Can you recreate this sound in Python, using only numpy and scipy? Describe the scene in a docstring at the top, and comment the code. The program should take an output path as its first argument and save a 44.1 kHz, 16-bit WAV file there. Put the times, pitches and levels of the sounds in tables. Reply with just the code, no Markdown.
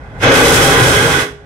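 """Gas burner in a hard-walled chamber

A pilot flame rumbles; the valve opens and a jet of flame roars for one second, sagging slowly, then
drops back to the pilot. The turbulent roar rings the chamber and the nozzle hisses.
Heard from close by on a stereo pair of microphones, through a fast limiter."""
import sys
import numpy as np
from scipy import signal
from scipy.fft import rfft, irfft, next_fast_len
from scipy.io import wavfile
from scipy.ndimage import uniform_filter1d, minimum_filter1d

SR = 44100
rng = np.random.default_rng(int(sys.argv[2]) if len(sys.argv) > 2 else 0)


def unload_wav(signal):
    """Save mono or channel-first audio to the path in sys.argv[1] as 16-bit WAV at rate SR, clipped to [-1, 1]."""
    wavfile.write(
        sys.argv[1],
        SR,
        np.round(np.clip(np.atleast_2d(signal).T, -1, 1) * 32767).astype(np.int16),
    )


N = 63945
FLUTTER_HZ = 28


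def undb(db):
    """Decibels to gain."""
    return 10 ** (np.asarray(db) / 20)


def along(points, hz):
    """Read (Hz, value) points on a log-frequency axis."""
    freqs, values = np.array(points, float).T
    return np.interp(np.log(hz + 1), np.log(freqs), values)


def colour(x, db_at):
    """Causal, minimum-phase filter whose gain in dB is the function db_at(Hz)."""
    size = next_fast_len(2 * N) // 2 * 2
    hz = np.arange(size // 2 + 1) * SR / size
    cepstrum = irfft(np.log(undb(db_at(hz))), size)
    cepstrum[1:size // 2] *= 2
    cepstrum[size // 2 + 1:] = 0
    return irfft(rfft(x, size) * np.exp(rfft(cepstrum)), size)[..., :N]


def wander(rate_hz):
    """Smooth random drift with spread 1."""
    span = max(int(SR / rate_hz), 2)
    drift = uniform_filter1d(rng.standard_normal(N), span, mode="wrap")
    drift = uniform_filter1d(drift, span, mode="wrap")
    return drift / drift.std()


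def turbulence(spectrum):
    """Noise of churning gas, rms 1: alike at both microphones in the bass, far less so in the treble."""
    # Likeness across the pair. Each row: frequency in Hz, correlation from 0 to 1.
    likeness = [(60, .95), (130, .96), (400, .97), (640, .92), (1400, .6), (3000, .35), (6000, .15)]
    # The left microphone mostly lags. Each row: frequency in Hz, its phase lead in radians.
    left_phase = [(130, 0), (600, -.15), (800, .1), (1000, -.7), (1450, -1.0), (1600, -3.3), (1850, -5),
                  (2300, -6), (3000, -5.8)]
    hz = np.arange(N // 2 + 1) * SR / N
    alike = np.clip(along(likeness, hz), 0, 1)
    mid, side = rfft(rng.standard_normal((2, N))) * undb(along(spectrum, hz))
    mid, side = mid * np.sqrt(1 + alike), side * np.sqrt(1 - alike)
    left_lag = np.exp(1j * along(left_phase, hz))
    noise = irfft(np.array([(mid + side) * left_lag, mid - side]), N)
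    return noise / noise.std()


def echoes(t, t60_s, above_hz):
    """Dense wall reflections that die away; energy 1 in each channel."""
    tail = rng.standard_normal((2, N)) * undb(-60 * t / t60_s) * (t > .001)
    tail = signal.sosfilt(signal.butter(2, above_hz, "high", fs=SR, output="sos"), tail)
    return tail / np.sqrt(np.sum(tail ** 2, axis=1, keepdims=True))


def chamber(x, t):
    """Near walls reflect at once, a short tail and a longer, duller one follow, and resonances ring."""
    # Chamber resonances. Each row: frequency in Hz, width in Hz, lift in dB, left minus right in dB.
    modes = [(58.5, 23, 10.5, -5.5), (111, 30, 7.5, -3.5), (151, 19, 7.5, -1), (159, 36, 10.5, -2.5),
             (263.2, 22.2, 15.5, -4), (330.7, 16.6, 9, -9), (411.5, 3.24, 14, -5), (465.7, 7.2, 10.5, -7.5),
             (535, 103, 4, -3.5), (641, 7.2, 7, -2), (789.6, 24, 12, 0), (849, 60, 4.5, -8),
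             (1020.6, 9.6, 9.5, 3), (1134, 27, 4, -10), (1475, 53, 4.5, -6), (1566, 41, 4.5, -3),
             (1713, 11, 9, 3.5), (2218, 44, 4, 0), (2492, 33, 6, 2), (3408, 92, 2.5, -3)]
    early = undb(-6) * echoes(t, t60_s=.04, above_hz=2290)
    short = undb(-5.5) * echoes(t, t60_s=.19, above_hz=1060)
    far = undb(-14) * echoes(t, t60_s=.52, above_hz=1210)
    far = signal.sosfilt(signal.butter(2, 6500, fs=SR, output="sos"), far)
    wet = x + signal.fftconvolve(x, early + short + far, axes=1)[:, :N]

    def lift_db(hz, side):
        power = 1
        for centre, width, db, balance_db in modes:
            excess = undb(max(db + side * balance_db, 0)) ** 2 - 1
            power += excess / (1 + (2 * (hz - centre) / width) ** 2)
        return 10 * np.log10(power)
    return np.array([colour(wet[0], lambda hz: lift_db(hz, side=.5)),
                     colour(wet[1], lambda hz: lift_db(hz, side=-.5))])


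def pilot(t):
    """The small flame flutters softly throughout, heard before and after the jet."""
    # Low rumble of the pilot. Each row: frequency in Hz, relative level in dB.
    spectrum = [(15, -41), (40, -11), (64, -3.5), (110, -7.5), (180, -16.5), (320, -26.5), (420, -20.5),
                (560, -19), (800, -23.5), (1200, -28.5), (2000, -31), (3000, -43), (6000, -51.5),
                (15000, -60)]
    # Its rise and fall. Each row: time in seconds, level in dB.
    levels = [(0, -33), (.12, -34.5), (.17, -30.5), (.25, -26), (1.25, -44.5), (1.45, -38.5)]
    level_db = np.interp(t, *np.array(levels).T)
    return turbulence(spectrum) * undb(level_db - .5 * wander(FLUTTER_HZ))


def nozzle_whistles(t):
    """The nozzle sounds brief, airy notes as the flame catches."""
    # Each row: peak time and spread in seconds, pitch and half-width in Hz, level in dB.
    notes = [(0.233, 0.011, 840, 90, -30), (0.247, 0.011, 2190, 69.5, -16)]
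    whistles = 0
    for peak_s, spread_s, hz, width, db in notes:
        band = [(hz / 2, -60), (hz - width, -18), (hz, 0), (hz + width, -18), (hz * 2, -60)]
        envelope = np.exp(-.5 * ((t - peak_s) / spread_s) ** 2)
        whistles += turbulence(band) * undb(db) * envelope
    return whistles


def jet_band(t, spectrum, start_s, full_s, shut_s, db, sag_db_per_s, release_db_per_s, flutter_db):
    """One band of the jet: swells as the valve opens, flutters and sags, dies when the valve shuts."""
    swell = np.clip((t - start_s) / (full_s - start_s), 0, 1) ** 2.2
    fall_db = sag_db_per_s * np.maximum(t - full_s, 0) + release_db_per_s * np.maximum(t - shut_s, 0)
    return turbulence(spectrum) * swell * undb(db - fall_db + flutter_db * wander(FLUTTER_HZ))


def jet(t):
    """Gas hisses thinly, then rumbles and roars over the nozzle's hiss; a hollow flare fades sooner."""
    # Spectra of the flame and the nozzle. 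Each row: frequency in Hz, relative level in dB.
    rumble_spectrum = [(15, -14), (35, -23), (60, -3.5), (130, 1.5), (190, -8.5), (300, -40), (900, -71)]
    roar_spectrum = [(90, -10.5), (230, -10.5), (420, 3), (560, -2.5), (800, -9.5), (1400, -12),
                     (4000, -48)]
    rush_spectrum = [(200, -22), (700, -9), (1200, 2.5), (2000, 0), (3400, -5.5), (4400, -14),
                     (6500, -12.5), (8000, -27), (16000, -43)]
    hiss_spectrum = [(1200, -32), (3000, 0), (5500, -0.5), (7500, 0), (11000, -0.5), (13000, -2.5),
                     (16000, -7.5)]
    flare_spectrum = [(150, -40), (265, -8), (320, -12), (400, -3), (480, 0), (560, -1), (680, -22),
                      (1500, -55)]
    rumble = jet_band(t, rumble_spectrum, start_s=.205, full_s=.25, shut_s=1.14,
                      db=-16, sag_db_per_s=6, release_db_per_s=108, flutter_db=1.0)
    roar = jet_band(t, roar_spectrum, start_s=.2, full_s=.252, shut_s=1.205,
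                    db=-8, sag_db_per_s=13.5, release_db_per_s=171, flutter_db=.43)
    rush = jet_band(t, rush_spectrum, start_s=.185, full_s=.245, shut_s=1.218,
                    db=-11, sag_db_per_s=8.5, release_db_per_s=265, flutter_db=1.5)
    hiss = jet_band(t, hiss_spectrum, start_s=.215, full_s=.365, shut_s=1.215,
                    db=-13.5, sag_db_per_s=11.5, release_db_per_s=286, flutter_db=1.34)
    first_gas = jet_band(t, hiss_spectrum, start_s=.17, full_s=.225, shut_s=1.215,
                         db=-34, sag_db_per_s=10, release_db_per_s=300, flutter_db=-6.5)
    flare = jet_band(t, flare_spectrum, start_s=.21, full_s=.265, shut_s=1.205,
                     db=-9, sag_db_per_s=22, release_db_per_s=200, flutter_db=2.0)
    crackle = undb(.1 * wander(rate_hz=480))  # a very slight, fast flicker in level
    return first_gas + flare + rumble + roar + (rush + hiss) * crackle


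def scene():
    """Pilot and jet burn in the same chamber."""
    t = np.arange(N) / SR
    return chamber(pilot(t) + jet(t) + nozzle_whistles(t), t)


def record(dry):
    """Each close microphone has its own colour; a fast limiter holds the peaks down; the top is cut."""
    # Responses of the two microphones. Each row: frequency in Hz, gain in dB.
    left_response = [(100, -5.4), (400, -1.5), (900, -0.5), (1400, 3), (1700, -3), (2200, 0), (2800, -2.5),
                     (5000, -0.5), (8500, -3.5), (11000, -2.5), (15000, -6)]
    right_response = [(100, -8.4), (500, -6), (950, -2.5), (1300, 0), (1590, 7.5), (1730, 2.5), (1930, 7),
                      (2300, 1), (2750, 1.5), (3370, 6.5), (4400, -1), (5400, 3.5), (7000, -1), (8700, 3.5),
                      (10500, -4.5), (12000, -16), (14200, -15), (15000, -50)]
    ceiling, limiter_s, top_hz = .85, .0009, 15600
    pair = np.array([colour(dry[0], lambda hz: along(left_response, hz)),
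                     colour(dry[1], lambda hz: along(right_response, hz))])
    span = int(limiter_s * SR) // 2 * 2 + 1
    needed_gain = ceiling / np.maximum(np.abs(pair), ceiling)
    gain = uniform_filter1d(minimum_filter1d(needed_gain, span), span)
    return signal.sosfilt(signal.ellip(10, .1, 80, top_hz, fs=SR, output="sos"), pair * gain)


dry = scene()
out = record(dry)
unload_wav(out)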